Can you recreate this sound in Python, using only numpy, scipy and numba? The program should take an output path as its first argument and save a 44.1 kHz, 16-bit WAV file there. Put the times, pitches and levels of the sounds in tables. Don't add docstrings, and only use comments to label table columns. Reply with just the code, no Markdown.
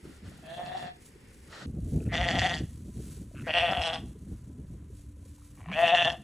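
import sys
import numpy as np
from scipy import signal
from scipy.fft import rfft, irfft, next_fast_len
from scipy.io import wavfile
from scipy.ndimage import uniform_filter1d
from numba import njit

SR = 44100
rng = np.random.default_rng(int(sys.argv[2]) if len(sys.argv) > 2 else 0)


def linear_from_db(decibels):
    return 10 ** (np.asarray(decibels, float) / 20)


def to_wav(sig):
    pcm = np.clip(np.atleast_2d(sig), -1, 1) * 32767
    pcm = np.round(pcm).astype(np.int16)
    wavfile.write(sys.argv[1], SR, pcm.T)


N = 274743
CUT_S = 1.661

# start_s, chest_level_db, pitch_hz, fold_pressing_db (brightness)
FAR_BLEAT = [
    (0.42, -60, 160.2, -5),
    (0.468, -48, 159.7, -11.5),
    (0.574, -47, 175.7, -6),
    (0.612, -43, 177.5, -18.5),
    (0.66, -44.5, 181.2, -8),
    (0.716, -41.5, 185.8, -16.5),
    (.8, -46, 182.9, -8.5),
    (0.88, -45, 178.2, -12.5),
    (0.93, -51, 180.4, -19),
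]
FIRST_BLEAT = [
    (2.114, -40, 161, 3),
    (2.16, -33.5, 165.5, -2.5),
    (2.25, -33.5, 171.3, -6.5),
    (2.305, -33.5, 173.3, -2),
    (2.335, -37, 190.4, -1.5),
    (2.41, -30.5, 176.3, -2),
    (2.451, -33, 188.6, -0.5),
    (2.52, -35.5, 175.2, -1.5),
    (2.619, -59, 150, 8.5),
]
SECOND_BLEAT = [
    (3.462, -40.5, 157, 0.5),
    (3.566, -31, 166, 5.5),
    (3.64, -32.5, 175.8, 0),
    (3.684, -31.5, 164.3, -1.5),
    (3.73, -34, 182, -1),
    (3.8, -35.5, 183, -3),
    (3.852, -34.5, 165.4, 2.5),
    (3.962, -38.5, 163, -1.5),
    (4.012, -64, 162, 2.5),
]
LAST_BLEAT = [
    (5.712, -39, 166.4, 12),
    (5.736, -49.5, 161, 13.5),
    (5.769, -34, 156, -4),
    (5.834, -28.5, 169, -3.5),
    (5.894, -31, 163.1, 3),
    (5.933, -28.5, 175, -2.5),
    (5.991, -28.5, 170, 3),
    (6.082, -29, 167.6, 0.5),
    (6.179, -51.5, 176, -16.5),
]
# throat_hz, throat_width_hz, sinus_db, nose_top_hz, shut_mouth_drop (0-1), opening_s
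VOICES = [
    (673, 143, -3.5, 22000, 0.05, 0.56),
    (680, 194, 1.5, 5700, 0.07, 0.028),
    (675, 192, -1, 3870, 0.4, 0.035),
    (671, 184, 2, 3110, 0.14, 0.083),
]
# mouth_hz, nose_hz, mouth_db, rasp_start_db, rasp_rise_db_per_s
MOUTHS = [
    (1790, 2770, -4.5, -5, 28.5),
    (1905, 2830, 0, -9, -6),
    (1874, 2726, -8.5, -31.5, 36),
    (1820, 2708, -5, -33.5, 26),
]
# mouth_sag_hz_per_s, mouth_width_hz, low_chest_db, nose_width_hz, nose_climb_hz_per_s
TRACTS = [
    (-60, 150, -9.5, 70, -300),
    (54.5, 118, -7.5, 380, -100),
    (198, 53, -8, 290, 0),
    (332, 140, -13, 147, 150),
]
# period_jitter (0-1), pulse_spread_db, breath_share (0-1)
HOARSE = [
    (.022, 2.2, .65),
    (.01, 1.4, .28),
    (.008, 1.3, .26),
    (.01, 1.3, .3),
]
# centre_hz, width_hz, level_db
RASP_MODES = [
    [(4570, 780, 5), (5800, 320, 1), (6800, 600, 0), (8600, 700, -10)],
    [(4500, 420, 7), (5870, 520, 1.5), (7260, 690, 2), (8940, 420, -5)],
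    [(3840, 250, 8), (5440, 450, 1.5), (6080, 500, -4), (8550, 760, 0)],
    [(4200, 240, 7), (5780, 520, 0), (7100, 220, 1), (8470, 370, -4.5)],
]
# level_db (beside the chest), rise_db_per_s
BUZZ = [
    (-28.5, 12),
    (-10, -15),
    (-11, 19),
    (-26, -9),
]
BUZZ_TOP_HZ = [1320, 2000, 1940, 1170]
MOUTH_FADE_DB_PER_S = [-5, -8, 27, 7]
SINUS_HZ = [3440, 3428, 3387, 3504]
SINUS_RISE_DB_PER_S = [-9, 8.5, 21.5, 20]
THROAT_CLIMB_HZ_PER_S = [48.7, 53.6, 140, 22]
CHEST_FLOOR_HZ = [151, 410, 505, 450]
ECHO_DB = [-9, -11, -11, -13]
# start_s, peak_db
SLAPS = [(2.1253, -28), (2.1299, -22), (2.1534, -7.5), (2.1784, -11.5), (2.2126, -9), (2.2291, -12.5),
         (2.287, -6.5), (2.3111, -8), (2.343, -20), (2.3544, -14), (2.3701, -17), (2.3874, -7),
         (2.3933, -4.5), (2.4052, -10), (2.4274, -16), (2.4603, -10), (2.4654, -7.5), (2.495, -16),
         (2.524, -15), (2.5399, -8.5), (2.5777, -22), (3.4685, -29), (3.4864, -21), (3.5057, -9.5),
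         (3.5385, -7), (3.5616, -11.5), (3.5846, -3.5), (3.621, -11), (3.6912, -12), (3.7118, -14),
         (3.7329, -8.5), (3.75, -8), (3.7714, -6.5), (3.7835, -9.5), (3.7939, -13.5), (3.8171, -6.5),
         (3.8359, -7.5), (3.8659, -13), (3.8967, -15.5), (3.9211, -24.5), (3.9383, -16.5), (5.7142, -21),
         (5.7325, -16), (5.759, -19), (5.7718, -16), (5.7899, -9), (5.8255, -15), (5.8547, -8),
         (5.8786, -5), (5.9026, -11), (5.9485, -1.5), (5.9722, -5.5), (5.9836, -5), (6.0242, -3),
         (6.0474, -4), (6.0722, -12), (6.1011, -4)]
# start_s, end_s, times_hoarser
BREAKS = [
    (2.32, 2.38, 1.6),
    (2.52, 2.62, 1.8),
    (3.695, 3.82, 3.5),
    (3.9, 4.02, 2.2),
    (6.08, 6.105, 1.6),
    (6.105, 6.17, 4),
]
# centre_s, chest_db, mouth_and_nose_db
CATCHES = [(0.494, -3.5, 1.5), (.562, -12.5, -4), (0.652, -10, -4), (0.697, -7.5, -1), (0.736, -8, 3),
           (.772, -4, 3), (0.811, -7, -1), (0.863, -1.5, -1), (0.903, -13.5, -2), (2.173, -10, 2.5),
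           (2.247, -14.5, 6), (2.299, -3, 1.5), (2.339, 4.5, -2), (2.407, -43.5, -4.5), (2.485, -12, -5),
           (3.526, -40.5, -11.5), (3.602, -5.5, 0.5), (3.728, 8, -5.5), (3.837, -9.5, -0.5),
           (3.916, 3.5, -12), (5.864, 1, 5.5), (5.97, -9, 1), (6.04, -18, -6), (6.115, -3.5, -2)]
# centre_s, level_db, spread_s
FLARES = [(2.155, 3, .005), (2.289, 7.5, .005), (2.313, 8, .005), (2.371, -4, .004), (2.396, 9.5, .007),
          (2.467, 6, 0.0074), (2.496, 7, .005), (2.546, 10, .006), (2.585, 4, .008), (3.586, 5, .006),
          (3.718, 13, .006), (3.82, 12, .005), (3.838, 4.5, .006), (3.872, 9.5, .012), (3.942, 12, .012),
          (5.79, 16, .005), (5.882, 8, .012), (5.954, 13.5, .008), (5.974, 4, .005), (6.028, 8, .007),
          (6.051, 9.5, .006), (6.103, 17.5, .006), (6.124, 32, .007)]
# centre_s, level_db, spread_s
SINGS = [(.52, -52, 0.031), (.6, -51, 0.018), (0.67, -43, 0.0075), (.718, -57, 0.0093),
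         (0.754, -37.5, 0.0041), (.79, -59, 0.0062), (0.841, -73, 0.015), (.885, -56, 0.0082),
         (2.21, -64, 0.017), (2.454, -29, 0.0065), (3.569, -37.5, 0.0068), (3.636, -31.5, 0.013),
         (3.78, -39.5, 0.021), (3.9, -40, 0.0095), (5.806, -29.5, 0.018), (5.84, -21, 0.008),
         (5.937, -24, 0.014), (6.022, -39, 0.014), (6.085, -41, 0.0076)]
MOUTH_FOLLOWS, RASP_FOLLOWS = 0.43, 2.08
CATCH_S, CATCH_SAG_HZ_PER_DB = 0.0062, .4
WANDER_S, NOSE_WANDER, WAVER = .02, .018, .3
LIMP_DB = 2.5
REOPEN_SHARE, REOPEN_AT = .3, .52
SING_OVERTONE, SING_WIDTH_HZ = 4, 45
FLICKER_DB, FLICKER_PER_S = 2.2, 28
MOUTH_FLICKER_DB, RASP_FLICKER_DB = 1.3, 2.0
LATE_NOSE_S, LATE_RASP_S = 0.025, 0.027
ATTACK_S, RELEASE_S = 0.009, 0.023

# start_s, end_s, pulses_per_s, first_db, last_db
CREAK_SPELLS = [
    (3.35, 3.391, 137, -57, -50),
    (3.3974, 3.425, 87, -48, -50),
    (5.574, 5.62, 130, -61.5, -51),
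    (5.686, 5.713, 150, -43.5, -46),
]
# start_s, end_s, pulses_per_s, first_db, last_db
WAKING_SPELLS = [
    (2.088, 2.14, 165, -43.5, -21),
    (3.432, 3.479, 170, -53, -27),
]
# start_s, peak_db
TICKS = [(2.004, -58), (2.019, -68), (2.027, -60), (2.053, -59), (2.064, -59), (2.07, -57), (5.6285, -54),
         (5.641, -54), (5.65, -53), (5.6591, -46), (5.669, -54), (5.677, -50), (5.7151, -33.5)]
# centre_hz, width_hz, level_db
CREAK_MODES = [(1350, 330, 3.5), (1670, 510, 0.5), (2600, 170, 7)]
# centre_hz, width_hz, level_db
GRUNT_MODES = [(676, 180, 0.5), (1095, 130, 4), (1900, 200, -3), (2306, 100, 0.5), (2720, 540, -7)]
# centre_s, spread_s, pitch_hz, level_db
MURMUR = (5.705, .02, 178, -34)
CREAK_GAP_SPREAD, CREAK_SPREAD_DB = .05, 1.5
NARROW_UNTIL_S, NARROW_CUT_HZ = 4, 1000
WAKING_HZ, WAKING_WIDTH_HZ = 1910, 210

# time_s, level_db
SNORT = [
    (1.47, -68),
    (1.53, -48.5),
    (1.574, -49.5),
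    (1.628, -48.5),
    (1.66, -55.5),
]
# centre_s, level_db, spread_s
SNIFFS = [
    (.06, -65, 0.013),
    (.13, -62.5, 0.056),
    (.265, -58, 0.017),
    (.33, -62, 0.028),
    (.4, -64, 0.034),
]
# centre_hz, width_hz, level_db
SNOUT_MODES = [(487, 220, 2), (1385, 230, 5), (1900, 270, 2), (2970, 630, -4), (4250, 810, -4),
               (5350, 1000, -6.5), (7600, 1500, -9)]

# time_s, rumble_db, flutter_db (relative)
WIND_FAR = [
    (0.0, -99, -31),
    (0.032, -60, 13),
    (0.832, -59, 12),
    (0.99, -63.5, -4),
    (1.5, -55, -5),
    (1.655, -69, 22.5),
]
# time_s, rumble_db, flutter_db (relative)
WIND_NEAR = [(1.66, -47.5, 12), (1.88, -35, -6), (1.95, -46.5, 1), (2.07, -36, 1.5), (2.44, -43.5, 2),
             (3.35, -47.5, 2), (3.7, -50.5, 9), (4.84, -47.5, -5), (5.1, -47.5, -9.5), (5.48, -53.5, -9),
             (5.73, -52.5, 9), (6.23, -55.5, 6)]
# centre_s, rumble_db, flutter_db
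BUFFETS = [(0.056, 10.5, -1.5), (.17, 7.5, -71), (.27, 16.5, -7), (.54, -6, -7), (.602, 4, -1),
           (.74, 2, -11), (.814, -1, 2.5), (1.008, 2, 5), (1.681, 12.5, -5), (1.73, -0.5, -2.5),
           (1.84, 3, -4), (1.958, 13, 13), (2.22, 6, 5.5), (2.351, 0, 1), (2.399, 13, 7.5),
           (2.626, 9.5, 12.5), (2.663, -1.5, -8.5), (3.019, 5.5, 6.5), (3.06, 0, -5.5), (3.15, 1, -1),
           (3.29, 8.5, -4), (3.315, -9, -9.5), (3.346, 4, 4), (3.61, 8, -7), (3.79, 14, -5),
           (3.88, -6, -13), (3.951, 3.5, 3), (4.052, 10.5, 5.5), (4.319, 11, 7.5), (4.69, 3.5, 4.5),
           (5.139, 4, -4), (5.308, 2.5, 1.5), (5.64, 5, 0.5), (5.9, -16, -1), (6.11, 8.5, 1.5)]
BUFFET_S = 0.026
# centre_s, peak_db, pitch_hz
POPS = [(.055, -39, 356), (.32, -52, 645), (.39, -53, 744), (.43, -63, 800), (1.161, -48, 385),
        (1.77, -46.5, 344), (1.817, -60, 353), (1.896, -61, 490), (1.94, -39, 470), (2.021, -37, 423),
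        (2.805, -53, 407), (2.874, -62, 369), (2.969, -47, 398), (3.004, -37, 380), (3.085, -52, 361),
        (3.176, -44.5, 390), (3.316, -52, 600), (3.347, -48, 580), (4.161, -46, 398), (4.319, -48, 456),
        (4.561, -58, 290), (4.65, -62, 610), (4.865, -59, 425), (4.905, -47, 390), (4.995, -63, 630),
        (5.171, -58, 510), (5.23, -61, 640), (5.26, -53, 487), (5.385, -59, 920), (5.42, -57, 1200)]
POP_CYCLES = 1.15

# centre_s, level_db, spread_s
STIRS = [(.08, -68.5, 0.072), (.29, -68, 0.017), (.58, -68, 0.22), (.81, -69, 0.029), (1.063, -64.5, 0.029),
         (1.452, -68, 0.18), (1.942, -63, 0.076), (2.5, -63.5, 0.29), (3.1, -58.5, 0.099),
         (3.42, -65.5, 0.061), (3.749, -62, 0.16), (4.09, -67, 0.016), (4.3, -73.5, 0.17),
         (4.72, -79, 0.052), (4.991, -70, 0.053), (5.294, -67, 0.051), (5.467, -67.5, 0.046),
         (5.6, -68.5, 0.028), (5.86, -57, 0.07), (6.08, -63.5, 0.068)]
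# freq_hz, density_db
RUSTLE_MID = [(700, -24.5), (1200, -9.5), (4000, -7), (5100, -9), (6200, -2.5), (8000, 2), (11000, 2.5),
              (12200, -0.5), (12700, -55)]
# freq_hz, density_db
RUSTLE_SIDE = [(4200, -40), (5000, -3.5), (5700, -21.5), (6000, -50), (7600, -50.5), (8000, -7),
               (12000, -2), (15800, -3)]
BED_DB = -74.5

# centre_hz, width_hz, rms_db, start_s
HUM = [
    (517, 9.9, -81, 4.9),
    (1001, 45, -82, 2.46),
]
HUM_FADES_S, HUM_FADE_DB_PER_S = 5.3, 1
DRONE_HZ, DRONE_DB, DRONE_FROM_S, DRONE_TO_S = 291.5, -62, 4.55, 5.65

# freq_hz, density_db
AIR_FAR = [(260, 0.5), (450, -2), (610, -12), (645, -30), (708, -17), (942, -14.5), (1120, -20),
           (1950, -11), (4090, -27), (5320, -17.5), (9000, -120)]
# freq_hz, density_db
AIR_NEAR = [(260, -9), (450, -9), (522, -4.5), (546, -14), (622, -12.5), (701, -18), (1020, -14.5),
            (1580, -14), (4090, -27), (5320, -69.5), (9000, -120)]
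AIR_FAR_DB, AIR_NEAR_DB = -59.5, -72
# freq_hz, level_db
WIDE_FAR = [(60, -32), (150, -14.5), (370, -9.5), (930, 1.5), (1500, -7), (3600, 1.5), (5600, -7),
            (6100, -47)]
# freq_hz, level_db
WIDE_NEAR = [(150, -53), (370, -40.5), (650, -10.5), (950, -19), (1500, -29), (2500, -48)]
# freq_hz, level_db
WIDE_TOP = [(4100, -47.5), (4500, -9.5), (5100, 7), (5700, -20), (6000, -49), (7500, -52), (8000, -7)]


def bleat(rows, mouth_row, voice, hoarse, fading, sinus_hz, climb, rasp_modes, buzz_row, sinus_rise, floor_hz,
          tract, buzz_top_hz):
    throat_hz, throat_width, sinus_db, top_hz, drop, opening_s = voice
    mouth_hz, nose_hz, mouth_db, rasp_db, rasp_rise = mouth_row
    sag, mouth_width, low_chest_db, nose_width, nose_climb = tract
    begin_s = rows[0][0]
    start, count = round(begin_s * SR), round((rows[-1][0] - begin_s) * SR)
    span = slice(start, start + count)
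    chest_db, pitch, pressing = in_time(rows, count=count)
    age = np.arange(count) / SR
    centred = age - age.mean()

    opening = 1 - drop * np.clip(1.3 - 2.0 * age / opening_s, 0, 1)
    mouth_hz = mouth_hz - sag * centred
    nose_hz = nose_hz + nose_climb * centred
    throat_hz = throat_hz + climb * centred

    nose_db = chest_db + pressing
    mouth_db = chest_db + MOUTH_FOLLOWS * pressing + mouth_db - fading * centred
    rasp_db = chest_db + RASP_FOLLOWS * pressing + rasp_db + rasp_rise * age
    dips = np.array([np.exp(-.5 * ((age + begin_s - s) / CATCH_S) ** 2) for s, low, high in CATCHES])
    low_db, high_db = np.transpose(CATCHES)[1:] @ dips
    chest_db, mouth_db, nose_db = chest_db + low_db, mouth_db + high_db, nose_db + high_db
    rasp_db = rasp_db + high_db + sum(db * bump(s, spread)[span] for s, db, spread in FLARES)
    buzz_db = chest_db + buzz_row[0] + buzz_row[1] * centred

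    noise = rng.standard_normal(SR)[:count]
    window = int(WANDER_S * SR)
    wander = NOSE_WANDER * rms_one(uniform_filter1d(uniform_filter1d(noise, window), window))
    pitch = pitch + CATCH_SAG_HZ_PER_DB * low_db
    cycles = np.cumsum(pitch * (1 + WAVER * np.roll(wander, count // 2))) / SR
    slap_samples = [round(s * SR) - start for s, db in SLAPS]
    cycles = in_step(cycles, [i for i in slap_samples if 0 < i < count])
    flow, rough, snap = fold_pulses(cycles, pitch, nose_db, begin_s, hoarse, noise)

    chest = resonance(resonance(flow, throat_hz, throat_width * 1.03), throat_hz * opening, throat_width)
    chest += linear_from_db(low_chest_db) * resonance(flow, 524.0, 163.0)
    chest -= linear_from_db(-33.0) * resonance(flow, 1252.0, 550.0)
    chest = passed(chest, 3, floor_hz, "high")
    mouth = resonance(resonance(snap + 1.0 * flow, mouth_hz * opening, mouth_width), mouth_hz, 1100.0)
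    mouth -= linear_from_db(-8.5) * resonance(flow, 1700.0, 450.0)
    upper_db = sinus_db + sinus_rise * centred + FLICKER_DB * drift(FLICKER_PER_S)[:count]
    nose = resonance(snap, nose_hz * (opening + wander), nose_width)
    nose -= linear_from_db(upper_db) * resonance(snap, (1 + wander[::-1]) * sinus_hz * np.sqrt(opening), 186.0)
    nose += linear_from_db(sinus_db - 14.0) * resonance(snap, 4330.0, 310.0)
    nose = passed(nose, 2, [2050.0, top_hz], "band")
    rasp = passed(modes(rough, rasp_modes), 2, [4100.0, 9500.0], "band")
    buzz = passed(snap, 3, [900.0, buzz_top_hz], "band")

    overtone_hz = SING_OVERTONE * uniform_filter1d(np.gradient(cycles) * SR, window)
    sing_level = sum(linear_from_db(db) * bump(s, spread)[span] for s, db, spread in SINGS)
    total = sing_level * even(resonance(chest, overtone_hz, SING_WIDTH_HZ), 0.045)

    chest_db = chest_db + 2.2 * drift(22)[span]
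    mouth_db = mouth_db + MOUTH_FLICKER_DB * drift(FLICKER_PER_S)[:count]
    rasp_db = rasp_db + RASP_FLICKER_DB * drift(FLICKER_PER_S)[:count]
    layers = [(chest_db, chest, 0), (mouth_db, mouth, 0), (nose_db, nose, LATE_NOSE_S),
              (rasp_db, rasp, LATE_RASP_S), (buzz_db, buzz, 0)]
    for db, part, late_s in layers:
        total = total + linear_from_db(db) * even(part, 0.0438) * np.minimum(1, age / (late_s + 1e-4)) ** 2
    out = np.zeros(N)
    out[span] = total * np.minimum(1, np.minimum(age / ATTACK_S, age[::-1] / RELEASE_S)) ** 2
    return out


def in_step(cycles, marks):
    shifts = [0]
    for i in marks:
        shifts.append(np.round(cycles[i] + shifts[-1]) - cycles[i])
    return cycles + np.interp(np.arange(len(cycles)), [0] + marks, shifts)


def fold_pulses(cycles, pitch, nose_db, begin_s, hoarse, noise):
    jitter, spread_db, breath = hoarse
    start, count = round(begin_s * SR), len(cycles)
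    draw = rng.standard_normal((200, 2))
    beat = np.searchsorted(cycles, np.arange(1, int(cycles[-1])))
    when = begin_s + beat / SR
    for first, last, times in BREAKS:
        inside = (when > first) & (when < last)
        draw[:len(beat)][inside] *= [times, np.sqrt(times)]
        draw[:len(beat):2, 1][inside[::2]] -= LIMP_DB * (times - 1) / spread_db
    late = (jitter * SR / pitch[beat] * draw[:len(beat), 0]).astype(int)
    at = np.clip(beat + late, 0, count - 1)
    size = linear_from_db(spread_db * draw[:len(beat), 1])

    flow, snap = np.zeros((2, count))
    flow[at] = -np.sqrt(size)
    for s, db in SLAPS:
        i = round(s * SR) - start
        if 0 < i < count:
            nearest = np.argmin(abs(at - i))
            at[nearest], size[nearest] = i, linear_from_db(np.clip(db - nose_db[i] - 19.0, -6, 12))
    snap[at] = -size
    reopen = (at[:-1] + REOPEN_AT * np.diff(at)).astype(int)
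    snap[reopen] = REOPEN_SHARE * linear_from_db(4 * draw[100:99 + len(at), 0])

    puff = rms_one(noise * np.exp(-3.5 * (cycles % 1)))
    flow = rms_one(flow)
    rough = rms_one(snap + flow)
    return flow + breath * puff, rough + .9 * puff, rms_one(snap) + breath * puff


def creaks():
    clicks = np.zeros((2, N))
    for row, table in zip(clicks, (creak_pulses(TICKS, CREAK_SPELLS), creak_pulses([], WAKING_SPELLS))):
        row[(table[:, 0] * SR).astype(int)] = linear_from_db(table[:, 1] + 29.0)
    creak, waking = clicks
    scratch = signal.lfilter([1], [1, -np.exp(-1 / (0.003 * SR))], creak) * rng.standard_normal(N)
    source = creak + 0.17 * scratch
    early = np.arange(N) / SR < NARROW_UNTIL_S
    pulses = passed(modes(source * early, CREAK_MODES), 3, NARROW_CUT_HZ, "high")
    pulses = pulses + modes(source * ~early, GRUNT_MODES) + resonance(waking, WAKING_HZ, WAKING_WIDTH_HZ)
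    s, spread, hz, db = MURMUR
    t = np.arange(N) / SR - s
    hummed = linear_from_db(db) * np.exp(-.5 * (t / spread) ** 2) * np.sin(2 * np.pi * hz * t * (1 + 2.7 * t))
    return passed(pulses, 2, [450.0, 3500.0], "band") + hummed


def creak_pulses(lone, spells):
    rows = list(lone)
    for first, last, rate, first_db, last_db in spells:
        draw = rng.standard_normal((30, 2))
        s = first + np.cumsum(np.exp(CREAK_GAP_SPREAD * draw[:, 0])) / rate - 1 / rate
        db = np.interp(s, [first, last], [first_db, last_db]) + CREAK_SPREAD_DB * draw[:, 1]
        rows += list(np.transpose([s, db])[(s < last) & (s > 0)])
    return np.array(rows)


def barn(x):
    t = np.arange(int(.3 * SR)) / SR
    tails = rng.standard_normal((2, len(t))) * linear_from_db(-60 * t / .3) * (t > .003)
    return [signal.fftconvolve(x, tail / np.sqrt(np.sum(tail ** 2)))[:N] for tail in tails]


def snort():
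    t = np.arange(N) / SR
    level = linear_from_db(in_time(SNORT)[0] + 0.67 * drift(36)) * (t > SNORT[0][0]) * (t < CUT_S)
    level = level + swells(SNIFFS)
    return level * rms_one(modes(rng.standard_normal(N), SNOUT_MODES))


def wind():
    rumble_db, flutter_db = in_time(list(WIND_FAR) + list(WIND_NEAR))
    flutter_db = flutter_db + sum((flap_db - db) * bump(s, BUFFET_S) for s, db, flap_db in BUFFETS)
    rumble_db = rumble_db + sum(db * bump(s, BUFFET_S) for s, db, flap_db in BUFFETS)
    white = rng.standard_normal((3, N))
    rumble = shape(white[0], [(20, -36.0), (35, -11.5), (65, 4.0), (120, -4.5), (170, -25.5), (500, -99.0)])
    flutter = shape(white[1], [(80, -29.5), (130, -1.5), (230, -6.5), (330, -13.0), (450, -28.5), (1000, -83.0)])
    tips = shape(white[2], [(250, -42), (400, -12.5), (600, -22.5), (850, -33.5), (1500, -81.0)])
    lump = drift(20)
    flutter = even(flutter, 0.099) * linear_from_db(3.9 * lump)
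    flutter = flutter + linear_from_db(-20.0 + 5.5 * np.clip(lump, -3, 1.6)) * rms_one(tips)
    rumble = even(rumble, 0.11) * linear_from_db(0.5 * drift(13))
    return linear_from_db(rumble_db) * (rumble + linear_from_db(flutter_db - 2.5) * flutter)


def pops():
    t = np.arange(N) / SR
    return sum(linear_from_db(db) * bump(s, POP_CYCLES / hz) * np.sin(2 * np.pi * hz * (t - s)) for s, db, hz in POPS)


def rustle():
    level = (linear_from_db(BED_DB) + swells(STIRS)) * linear_from_db(2.0 * drift(73))
    mid = shape(rng.standard_normal(N), RUSTLE_MID)
    side = shape(rng.standard_normal(N), RUSTLE_SIDE)
    return level * linear_from_db(3.5) * np.array([mid, side]) / np.std(mid)


def hum():
    t, white = np.arange(N) / SR, rng.standard_normal(N)
    lines = np.zeros(N)
    for hz, width, db, s in HUM:
        line = rms_one(resonance(resonance(white, hz, width), hz, width))
        lines += linear_from_db(db) * np.clip((t - s) / .3, 0, 1) * line
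    return linear_from_db(-HUM_FADE_DB_PER_S * np.maximum(t - HUM_FADES_S, 0)) * lines


def drone():
    t = np.arange(N) / SR
    level = np.clip((t - DRONE_FROM_S) / .3, 0, 1) * np.clip((DRONE_TO_S - t) / .1, 0, 1)
    return linear_from_db(DRONE_DB + 3) * level * np.sin(2 * np.pi * DRONE_HZ * t)


def air(spectrum, db):
    swell = 1.2 * drift(4)
    return linear_from_db(db + swell) * np.array([rms_one(shape(w, spectrum)) for w in rng.standard_normal((2, N))])


def rms_one(x):
    return x / np.sqrt(np.mean(x ** 2) + 1e-20)


def even(x, window_s):
    x = rms_one(x)
    return x / np.sqrt(uniform_filter1d(x ** 2, max(int(window_s * SR), 8)) + 0.076)


def in_time(rows, count=None):
    s, *columns = np.transpose(rows)
    t = np.arange(N) / SR if count is None else s[0] + np.arange(count) / SR
    return [np.interp(t, s, c) for c in columns]


def bump(s, spread):
    return np.exp(-.5 * ((np.arange(N) / SR - s) / spread) ** 2)


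def swells(table):
    return sum(linear_from_db(db) * bump(s, spread) for s, db, spread in table)


def drift(rate):
    r = np.exp(-80 * np.pi * rate / SR)
    slow = signal.lfilter([1], [1, -2 * r, r * r], rng.standard_normal(N // 40 + 2002))[2000:]
    return np.interp(np.arange(N) / 40, np.arange(len(slow)), rms_one(slow))


def shape(x, points):
    size = next_fast_len(len(x) + 4096)
    hz = np.maximum(np.fft.rfftfreq(size, 1 / SR), 1)
    point_hz, point_db = np.transpose(points)
    gain = linear_from_db(np.interp(np.log(hz), np.log(point_hz), point_db))
    return irfft(rfft(x, size) * gain, size)[:len(x)]


def passed(x, order, hz, kind):
    return signal.sosfilt(signal.butter(order, hz, kind, fs=SR, output="sos"), x)


@njit
def glide(x, cosine, r):
    y = np.zeros(len(x))
    for i in range(2, len(x)):
        y[i] = (1 - r * r) / 2 * (x[i] - x[i - 2]) + 2 * r * cosine[i] * y[i - 1] - r * r * y[i - 2]
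    return y


def resonance(x, hz, width_hz):
    return glide(x + 1e-18, np.cos(2 * np.pi * hz / SR) * np.ones(len(x)), np.exp(-np.pi * width_hz / SR))


def modes(x, table):
    return sum((-1) ** k * linear_from_db(db) * resonance(x, hz, width) for k, (hz, width, db) in enumerate(table))


def scene():
    after = np.arange(N) / SR >= CUT_S
    whole = [FAR_BLEAT, FIRST_BLEAT, SECOND_BLEAT, LAST_BLEAT]
    settings = zip(whole, MOUTHS, VOICES, HOARSE, MOUTH_FADE_DB_PER_S, SINUS_HZ, THROAT_CLIMB_HZ_PER_S, RASP_MODES,
                   BUZZ, SINUS_RISE_DB_PER_S, CHEST_FLOOR_HZ, TRACTS, BUZZ_TOP_HZ)
    calls = np.array([bleat(*call) for call in settings])
    echo, other_echo = barn(linear_from_db(np.array(ECHO_DB)) @ calls)
    voice = calls.sum(axis=0) + echo + creaks()
    nose, gusts, hay = snort(), wind() + pops(), rustle()
    far, near = air(AIR_FAR, AIR_FAR_DB), air(AIR_NEAR, AIR_NEAR_DB)
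    mid = voice + nose + gusts + hay[0] + np.where(after, near[0] + hum() + drone(), far[0])
    wide_far = shape(linear_from_db(10.0) * other_echo + barn(nose + gusts)[0] + far[1], WIDE_FAR)
    wide_near = shape(voice + gusts + linear_from_db(20) * near[1], WIDE_NEAR)
    wide_near = wide_near + shape(signal.hilbert(voice).imag, WIDE_TOP)
    side = hay[1] + np.where(after, wide_near, wide_far)
    return np.array([mid + side, mid - side])


def band_limit(x):
    return signal.sosfilt(signal.butter(12, 15800, fs=SR, output="sos"), x)


def record(dry):
    mid, side = (dry[0] + dry[1]) / 2, (dry[0] - dry[1]) / 2
    mid = shape(mid, [(4600, 1.0), (4950, -0.5), (5100, -4.5), (5400, 1.0), (12200, -9.0), (12600, -29.0)])
    return band_limit(np.array([mid + side, mid - side]))


dry = scene()
out = record(dry)
to_wav(out)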